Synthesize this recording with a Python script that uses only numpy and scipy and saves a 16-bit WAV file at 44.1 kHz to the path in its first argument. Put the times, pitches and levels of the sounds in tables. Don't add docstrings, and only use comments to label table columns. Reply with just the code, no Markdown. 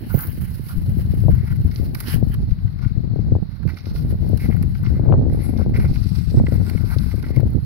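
import sys
import numpy as np
from scipy.fft import rfft, irfft, next_fast_len
from scipy.io import wavfile
from scipy.ndimage import map_coordinates

SR = 44100
rng = np.random.default_rng(int(sys.argv[2]) if len(sys.argv) > 2 else 0)


def dump(signal):
    limited = np.clip(np.atleast_2d(signal).T, -1, 1)
    pcm = np.round(limited * 32767).astype(np.int16)
    wavfile.write(sys.argv[1], SR, pcm)


N = 337365
CLOCK_S = np.arange(N) / SR


def amp(db):
    return 10 ** (np.asarray(db) / 20)


def unit(x):
    return x / np.sqrt(np.mean(x ** 2, axis=-1, keepdims=True) + 1e-20)


def shape(points):
    f, v = np.transpose(points)
    return lambda hz: amp(np.interp(np.log(hz + 1), np.log(f), v, left=-120, right=-120))


def modes(table):
    def response(f):
        total = 0
        for k, (centre, width, db) in enumerate(table):
            resonance = 1j * f * width / (centre * centre - f * f + 1j * f * width)
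            total = total + (-1) ** k * amp(db) * resonance
        return total ** 2
    return response


def curves(rows):
    s, *columns = np.transpose(rows)
    return np.array([np.interp(CLOCK_S, s, column) for column in columns])


def wobble(rate):
    knots = rng.standard_normal(int(N * rate / SR) + 4)
    return map_coordinates(knots, [np.arange(N) * rate / SR])


def filtered(x, response):
    m = next_fast_len(N + 8192)
    return irfft(rfft(x, m) * response(np.fft.rfftfreq(m, 1 / SR)), m)[..., :N]


def grains(rate, spread_db, channels):
    count = int(rate * N / SR)
    at, sign, size = rng.random((3, channels, count))
    kicks = np.sign(sign - .5) * amp(-spread_db * np.log(size + 0.0032))
    return np.array([np.bincount((a * N).astype(int), k, N) for a, k in zip(at, kicks)])


def lake_air():
    # (per Hz, relative)
    air_points = [(300, 24), (800, 20), (2000, 16), (3200, -8), (4500, -3), (6000, -34.5), (7500, -55.5),
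                  (10500, -25.5), (16000, -23.5)]
    return amp(-57.5 + wobble(4.7)) * unit(filtered(rng.standard_normal((2, N)), shape(air_points)))


def port_hiss():
    # (per Hz, relative)
    hiss_points = [(300, -27), (1000, -18.5), (2500, -5.5), (3300, -9), (4250, 4.5), (5200, -9),
                   (6500, -50.5), (9000, -40), (11000, -18.5), (16000, -15.5)]
    return amp([[-59], [-72]]) * unit(filtered(rng.standard_normal((2, N)), shape(hiss_points)))


def wind_flow():
    # start_s, strength_db, edge_db (over the rumble)
    left_rows = [(0, -35, 8), (.17, -37, -14), (.3, -20, -16.5), (.62, -35, -21), (.78, -18.5, -20.5),
                 (1.15, -16.5, -20.5), (1.32, -11, -27), (1.5, -15.5, -26), (1.8, -21.5, -13.5),
                 (2.02, -24, -10.5), (2.25, -13, -15), (2.4, -22.5, -28.5), (2.75, -22.5, -25.5),
                 (3.1, -17.5, -14), (3.35, -17, -16.5), (3.5, -47.5, -6.5), (3.75, -43.5, -8),
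                 (3.87, -23.5, -14.5), (4.13, -16.5, -17), (4.5, -15.5, -9), (4.75, -17.5, -30),
                 (5.0, -17.5, -8.5), (5.4, -19, -10), (5.7, -16, -7), (6.02, -14.5, -24),
                 (6.45, -16, -22.5), (6.7, -16, -14.5), (7.05, -17, -22), (7.25, -18.5, -13),
                 (7.42, -16.5, -10.5), (7.65, -32.5, -21)]
    right_rows = [(0, -37.5, -4), (.14, -19.5, -23), (.28, -30, -5), (.42, -19.5, -21.5),
                  (.75, -29.5, -16.5), (.9, -22, -12), (1.3, -22, -16), (1.75, -24, -15),
                  (2.1, -26.5, -8.5), (2.42, -18, -17.5), (2.55, -25.5, -15.5), (2.85, -33, -15),
                  (3.42, -21, -12.5), (3.54, -26, -27), (3.61, -22.5, -16.5), (3.67, -16.5, -16),
                  (3.79, -39, -13), (3.95, -21, -13), (4.5, -26, -16), (4.95, -22.5, -15.5),
                  (5.15, -12.5, -8), (5.48, -31, -9.5), (5.87, -15, -12.5), (6.03, -36, -7),
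                  (6.22, -36, -17), (6.38, -12, -12), (6.82, -37, -9), (7.0, -28, -11), (7.22, -30, -10.5),
                  (7.52, -21.5, -12), (7.65, -17, -18.5)]
    # (per Hz, relative)
    rumble_points = [(15, -35), (25, -18.5), (45, -2), (85, 2.5), (130, -1), (200, -8), (300, -34),
                     (500, -62), (900, -82.5)]
    # (per Hz, relative)
    edge_points = [(120, -46.5), (220, 8), (320, -0.5), (500, -12), (800, -19.5), (1200, -37.5),
                   (2000, -45.5), (4000, -77)]
    strength_db, edge_db = np.transpose([curves(left_rows), curves(right_rows)], (1, 0, 2))
    lumps_db = 1.28 * np.array([wobble(10) for port in range(2)])
    flutter_db = 1.76 * np.array([wobble(28) for port in range(2)])
    rumble = unit(filtered(grains(420, 2.9, channels=2), shape(rumble_points)))
    small = grains(600, 1.6, channels=2) * np.abs(np.tanh(0.4 * rumble)) ** 1.39
    edge = amp(edge_db) * unit(filtered(small, shape(edge_points)))
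    return amp(strength_db + lumps_db + flutter_db) * (rumble + edge)


def flick(t, delay_s, pitch_hz, phase):
    late = t - delay_s
    return np.cos(2 * np.pi * pitch_hz * late + phase) * np.exp(-(late * pitch_hz / 0.2) ** 2)


def wind_slaps():
    # start_s, level_db (before the parts add), port (1 left, -1 right), steepness_hz
    slap_rows = [(0.144, -6.5, -1, 250), (0.151, -15.5, -1, 303), (0.175, -15.5, -1, 204),
                 (0.378, -21.5, -1, 199), (0.401, -25, -1, 130), (0.597, -17, -1, 167),
                 (0.765, -11.5, 1, 98), (0.883, -14.5, -1, 139), (0.971, -11.5, 1, 149),
                 (0.994, -20, -1, 250), (1.138, -11.5, 1, 214), (1.239, -13.5, 1, 226),
                 (1.26, -18.5, -1, 219), (1.284, -5.5, 1, 318), (1.3, -10, -1, 225), (1.335, -11, 1, 119),
                 (1.353, -20.5, -1, 150), (1.372, -21, 1, 109), (1.527, -13, 1, 100),
                 (1.571, -15.5, 1, 100), (1.605, -15, -1, 150), (1.651, -9.5, 1, 130), (1.8, -10.5, 1, 162),
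                 (2.141, -11.5, 1, 194), (2.161, -12, 1, 165), (2.228, -7.5, 1, 245), (2.27, -10.5, 1, 115),
                 (2.432, -16.5, -1, 143), (2.518, -10.5, 1, 104), (2.649, -10.5, 1, 99),
                 (2.86, -10.5, 1, 113), (2.91, -17.5, 1, 104), (2.968, -13, 1, 128), (3.161, -12.5, 1, 252),
                 (3.192, -14.5, 1, 230), (3.322, -6, 1, 215), (3.353, -9, 1, 326), (3.365, -21, 1, 280),
                 (3.655, -10, -1, 166), (3.952, -17, -1, 215), (4.126, -12.5, 1, 214), (4.144, -20, 1, 257),
                 (4.229, -20, 1, 270), (4.247, -20.5, 1, 290), (4.3, -15, 1, 232), (4.333, -8.5, 1, 238),
                 (4.492, -12, 1, 175), (4.639, -11, 1, 141), (4.679, -15.5, 1, 105), (4.873, -9, 1, 127),
                 (4.968, -20, 1, 219), (4.997, -11.5, 1, 277), (5.03, -21, 1, 160), (5.061, -14, 1, 305),
                 (5.082, -5.5, 1, 160), (5.098, -8.5, 1, 303), (5.108, -11.5, 1, 290),
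                 (5.109, -13, -1, 160), (5.122, -13, 1, 400), (5.1252, -4.5, 1, 566), (5.171, -13, 1, 170),
                 (5.09, -12.5, 1, 380), (5.138, -20.5, 1, 300), (5.149, -12.5, -1, 298),
                 (5.195, -7, -1, 228), (5.214, -10.5, -1, 270), (5.226, -29, -1, 250), (5.266, -10, 1, 230),
                 (5.282, -13.5, 1, 228), (5.327, -14, -1, 218), (5.348, -11.5, 1, 220),
                 (5.494, -13.5, 1, 159), (5.506, -20.5, -1, 218), (5.559, -16.5, 1, 222),
                 (5.597, -13, 1, 290), (5.617, -10.5, 1, 254), (5.663, -11.5, 1, 298),
                 (5.775, -16, -1, 203), (5.788, -10, 1, 197), (5.844, -11, 1, 254), (5.896, -13, -1, 120),
                 (5.913, -13, 1, 177), (5.977, -14.5, 1, 99), (6.016, -15, 1, 99), (6.061, -11.5, 1, 133),
                 (6.138, -16, 1, 121), (6.186, -12, 1, 123), (6.275, -10, 1, 104), (6.32, -19, 1, 219),
                 (6.344, -9, 1, 236), (6.376, -12.5, -1, 220), (6.4, -9, 1, 340), (6.413, -20, 1, 300),
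                 (6.44, -10.5, 1, 234), (6.485, -9.5, 1, 193), (6.523, -7, 1, 222), (6.54, -13, 1, 246),
                 (6.581, -26, 1, 218), (6.751, -10, 1, 182), (6.845, -11.5, 1, 156), (6.965, -12.5, 1, 222),
                 (7.017, -16.5, 1, 123), (7.06, -21, 1, 103), (7.142, -13.5, 1, 217), (7.306, -13, 1, 227),
                 (7.372, -4.5, 1, 195), (7.398, -11.5, 1, 300), (7.415, -17, 1, 230), (7.432, -8, 1, 230),
                 (7.492, -16, -1, 116), (7.551, -8, -1, 168), (7.576, -11, -1, 150)]
    thud_db, thud_grows = 2, 0.96
    t = np.arange(-SR // 50, SR // 25) / SR
    swing = np.exp(-((t - .008) / 0.0085) ** 2)
    slaps = np.zeros((2, N + len(t)))
    for s, db, port, hz in slap_rows:
        phase = rng.uniform(0, 2 * np.pi)
        thud_hz = rng.uniform(78.3, 142.8)
        tumble = 0
        for _ in range(5):
            piece = flick(t, abs(rng.normal(0, .009)), hz * rng.uniform(0.37, 0.84), phase)
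            tumble = tumble + rng.normal(0, 0.79) * piece
        thud = amp(thud_db + thud_grows * db) * swing * np.sin(2 * np.pi * thud_hz * t + phase)
        slap = amp(db) * (1.35 * flick(t, 0, hz, phase) + tumble) + thud
        slaps[int(port < 0), round((s + t[0]) * SR):][:len(t)] += slap
    return slaps[:, :N]


def push(start, length, attack_s, release_s):
    t = CLOCK_S - start
    arch_db = -3 * np.clip(2 * t / length - 1, -1, 1) ** 2
    fade_db = -60 * np.clip(t - length, 0, 1) / release_s
    return np.clip(t / attack_s, 0, 1) * amp(arch_db + fade_db)


def played(rows, attack_s=0.015, release_s=0.2, rise_share=0.28):
    power = 0
    for s, length, *levels in rows:
        gain = push(s, length, min(attack_s, rise_share * length), release_s)
        power = power + (amp(levels)[:, None] * gain) ** 2
    return power


def effort():
    # start_s, spray_db
    glide_rows = [(0, -51.5), (.55, -53.5), (1.5, -59), (2.3, -57), (2.4, -65.5), (3.2, -76), (3.6, -72),
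                  (4.1, -62), (5.0, -64), (5.15, -83), (5.27, -80.5), (5.7, -63), (7.4, -61.5), (7.65, -63)]
    # start_s, length_s, low_ring_db, high_ring_db, rasp_db, spray_db
    stroke_rows = [(0.087, 0.18, -42.5, -53.5, -57, -45.5), (0.165, 0.044, -47.5, -60, -62, -63),
                   (0.394, 0.085, -53, -60, -60, -48), (0.45, 0.018, -61.5, -50, -67.5, -59),
                   (0.685, .03, -48, -60, -59.5, -48.5), (1.29, 0.058, -53, -59, -68, -65),
                   (1.36, 0.16, -55.5, -53, -61, -64.5), (1.46, 0.036, -54, -57.5, -68, -63.5),
                   (1.704, 0.17, -59.5, -60, -52, -52), (1.94, 0.15, -50, -54, -49, -46.5),
                   (2.05, 0.093, -47, -56.5, -42.5, -39.5), (2.81, 0.03, -47, -53, -56, -69),
                   (3.686, 0.016, -46, -44, -49.5, -55), (3.715, 0.035, -68, -60, -62, -68.5),
                   (3.76, 0.057, -63, -53, -48, -61), (3.85, .05, -57.5, -63, -49.5, -60.5),
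                   (3.925, 0.081, -61, -62, -47.5, -52), (4.27, 0.018, -71, -74, -55.5, -59.5),
                   (4.379, 0.077, -59, -50, -53, -54), (4.496, 0.088, -56, -50, -55.5, -55.5),
                   (4.833, 0.048, -49.5, -49.5, -51, -65.5), (4.929, 0.2, -53.5, -58.5, -75, -73.5),
                   (5.3, 0.37, -59, -54.5, -55, -62), (5.568, 0.042, -45.5, -63, -59.5, -66),
                   (5.73, 0.12, -46, -42.5, -49, -56), (5.863, 0.53, -58, -62.5, -49, -60),
                   (6.35, 0.49, -58, -58, -55.5, -63.5), (6.525, 0.046, -54, -58, -53, -52.5),
                   (6.635, 0.67, -53.5, -57.5, -52.5, -56), (6.89, 0.049, -41, -49, -51, -46.5),
                   (7.22, 0.18, -66, -51, -58.5, -65.5)]
    # start_s, length_s, level_db
    comb_rows = [(4.39, 0.044, -58), (5.31, 0.077, -57.5), (5.4, 0.096, -52.5), (5.5, 0.099, -63),
                 (5.75, 0.086, -57), (5.9, 0.45, -65.5), (6.45, 0.62, -67), (6.86, 0.17, -61),
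                 (7.0, 0.35, -72.5)]
    # start_s, length_s, level_db
    turn_rows = [(0, 0.076, -48.5), (0.1, 0.23, -54), (0.4, 0.074, -52), (2.05, 0.083, -38.5)]
    # start_s, length_s, level_db
    sheen_rows = [(5.43, 0.059, -59), (5.5, .1, -77), (5.74, 0.33, -67), (6.05, .45, -59),
                  (6.55, 0.27, -62), (6.85, .45, -66)]
    skid_row = (2.305, .042, -43.5, -54, -54, -47)
    # start_s, length_s, level_db
    shower_row = (0.11, 0.16, -31.5)
    close_until_s, close_db, far_db = 2.37, -1.5, -4.5

    spray_db, = curves(glide_rows)
    swing_db = spray_db + 65
    low_ring = amp(-64.5 + 0.16 * swing_db) ** 2
    high_ring = amp(-69 + 0.18 * swing_db) ** 2
    rasp = amp(-63 + 0.41 * swing_db) ** 2
    grind = amp(-69 + 0.83 * swing_db) ** 2

    skid = played([skid_row], 1, .02, 0.85)
    blades = played(stroke_rows) + skid + [low_ring, high_ring, rasp, amp(spray_db) ** 2]
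    sizzle = amp(np.where(CLOCK_S < close_until_s, close_db, far_db)) ** 2 * blades[-1]
    sizzle = sizzle + played([shower_row])
    comb_tones = played(comb_rows, 0.024, 0.24, .5)
    grind = grind + played(turn_rows) + amp(2.5) ** 2 * skid[0]
    return np.vstack([blades, sizzle, comb_tones, grind, played(sheen_rows)])


def add_ticks(power):
    # start_s, spray_db, ring_db, rasp_db
    tick_rows = [(0.1454, -28.5, -56, -50), (0.188, -20.5, -53, -57), (0.206, -19, -45, -45),
                 (0.2217, -25, -61, -47), (0.2378, -26.5, -54, -51.5), (0.2457, -34.5, -52, -73),
                 (0.257, -33.5, -46, -57), (0.2696, -27.5, -53, -44), (0.326, -35, -63, -51.5),
                 (0.685, -33, -43, -45), (1.201, -39.5, -64, -52), (1.713, -56.5, -47.5, -42),
                 (1.7577, -43.5, -52, -34.5), (1.947, -22.5, -30, -32), (2.0023, -18, -30.5, -31),
                 (2.34, -30.5, -37.5, -44), (2.508, -59, -49, -47), (2.585, -63, -49, -57),
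                 (2.676, -69, -48, -57.5), (2.788, -60.5, -44.5, -52.5), (2.8467, -56.5, -40, -64.5),
                 (2.895, -63.5, -48.5, -61), (3.628, -53.5, -43.5, -56.5), (3.674, -43, -39.5, -47.5),
                 (3.686, -51.5, -40, -47.5), (3.742, -63.5, -55, -46.5), (3.769, -51.5, -40.5, -43),
                 (3.784, -58, -46.5, -45), (3.806, -61.5, -54, -47.5), (3.855, -59.5, -44.5, -41.5),
                 (3.9575, -52, -41, -43.5), (4.289, -35.5, -65, -53.5), (4.373, -30.5, -44, -42),
                 (4.521, -48, -37, -62), (4.5638, -38, -43, -56), (4.6244, -28, -36, -44),
                 (4.7492, -47.5, -38, -49.5), (4.83, -38, -42, -58.5), (4.8613, -65, -36, -48.5),
                 (5.295, -47.5, -48, -53), (5.573, -51.5, -58, -42), (5.59, -58, -59, -47.5),
                 (5.957, -43.5, -37, -43), (6.4649, -53.5, -30.5, -42.5), (6.54, -34, -62, -47),
                 (6.696, -29.5, -38, -39), (6.773, -49, -39.5, -58), (6.984, -40, -43, -32.5),
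                 (7.111, -57, -38, -51), (7.1567, -42.5, -62, -59), (7.225, -36, -44, -40.5),
                 (7.238, -53.5, -36.5, -58.5), (7.263, -53, -42, -55.5), (7.285, -59, -48, -46),
                 (7.361, -35.5, -34.5, -41.5), (7.4001, -36, -39, -49.5), (7.462, -66, -56, -56.5),
                 (7.502, -42.5, -61, -71), (7.5317, -44, -55, -70)]
    t = np.arange(SR // 8) / SR
    burst = amp(-60 * t / 0.026) * (1 - np.exp(-t / 0.0016))
    for s, spray_db, ring_db, rasp_db in tick_rows:
        part = power[:, round(s * SR):][:, :len(t)]
        levels_db = [[ring_db + 4.0], [ring_db + 2.5], [rasp_db + 7.0], [spray_db - 2.5],
                     [spray_db - 4], [-120], [ring_db - 2.0], [-120]]
        part += (amp(levels_db) * burst[:part.shape[1]]) ** 2


def drifting(x, colour):
    shift = .025
    turn = np.pi / 4 * (1 + np.tanh(1.5 * wobble(9)))
    higher = filtered(x * np.sin(turn), lambda f: colour(f * (1 - shift)))
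    lower = filtered(x * np.cos(turn), lambda f: colour(f * (1 + shift)))
    return higher + lower


def skates():
    # left_over_right_db, likeness (0-1), left_lag (samples, rounded)
    port_rows = [(-1.5, 0.7, 7.7), (-3, 1, 3.6), (-9.5, 0, 7.6), (-2.5, 0, 9), (-0.5, 0.4, 12.5), (7, 1, 1),
                 (-3.5, 0, 5), (-16, 0.2, 3)]
    # pitch_hz, width_hz, level_db
    ring_modes = [
        [(860, 450, -1.5), (1210, 160, 3.5), (1480, 204, 2.5)],
        [(2067, 440, 0)],
        [(1690, 540, 4.5), (3073, 550, 3.5)],
    ]
    # pitch_hz, width_hz, level_db
    comb_modes = [(9830, 220, -4), (10560, 200, 1), (11400, 320, -0.5), (12200, 220, -4), (12750, 240, -2),
                  (13500, 200, -9.5)]
    # pitch_hz, width_hz, level_db
    sheen_modes = [(7310, 400, -3.5), (8200, 910, 1.5)]
    # (per Hz, relative)
    rasp_points = [(2400, 2), (3100, -8), (3500, -2), (4200, 5), (5200, 3.5), (6100, -7.5), (6900, -23),
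                   (8000, -28.5)]
    spray_points = [(6000, -13), (7000, -18.5), (8000, -13.5), (9100, -11.5), (10500, 2), (11700, 3),
                    (13000, -2), (14200, -23)]
    sizzle_points = [(12500, -26.5), (13600, -0.5), (14500, -6.5), (15500, -5), (16500, 3.5)]
    grit, dust = (2200, 3), (3500, 2)

    chatter_db = 2.15 * wobble(75) + 1.8 * wobble(18)
    own_db = 1.48 * np.array([wobble(45) for _ in port_rows])
    power = effort() * amp(chatter_db + own_db) ** 2
    add_ticks(power)
    colours = [modes(ring_modes[0]), modes(ring_modes[1]), shape(rasp_points), shape(spray_points),
               shape(sizzle_points), modes(comb_modes), modes(ring_modes[2]), modes(sheen_modes)]
    out = np.zeros((2, N))
    for k, (level, colour, (pan_db, alike, lag)) in enumerate(zip(power, colours, port_rows)):
        chip_kind = grit if k in (0, 1, 6) else dust
        a, b = unit(grains(*chip_kind, channels=2))
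        turn = np.arccos(np.clip(alike, 0, 1)) / 2
        left = np.cos(turn) * a + np.sin(turn) * b
        right = np.cos(turn) * a - np.sin(turn) * b
        chips = np.array([np.roll(left, round(lag)), right])
        scale = np.sqrt(np.mean(np.abs(colour(np.linspace(1, SR / 2, num=4000))) ** 2))
        passed = drifting if k < 2 else filtered
        out += amp([[pan_db], [0]]) * passed(chips * np.sqrt(level), colour) / scale
    return out


def scene():
    return lake_air() + port_hiss() + wind_flow() + wind_slaps() + skates()


def record(dry):
    top_hz = 15780
    soft = dry / (1 + np.abs(dry) ** 6) ** (1 / 6)
    return filtered(soft, lambda hz: hz < top_hz)


dry = scene()
out = record(dry)
dump(out)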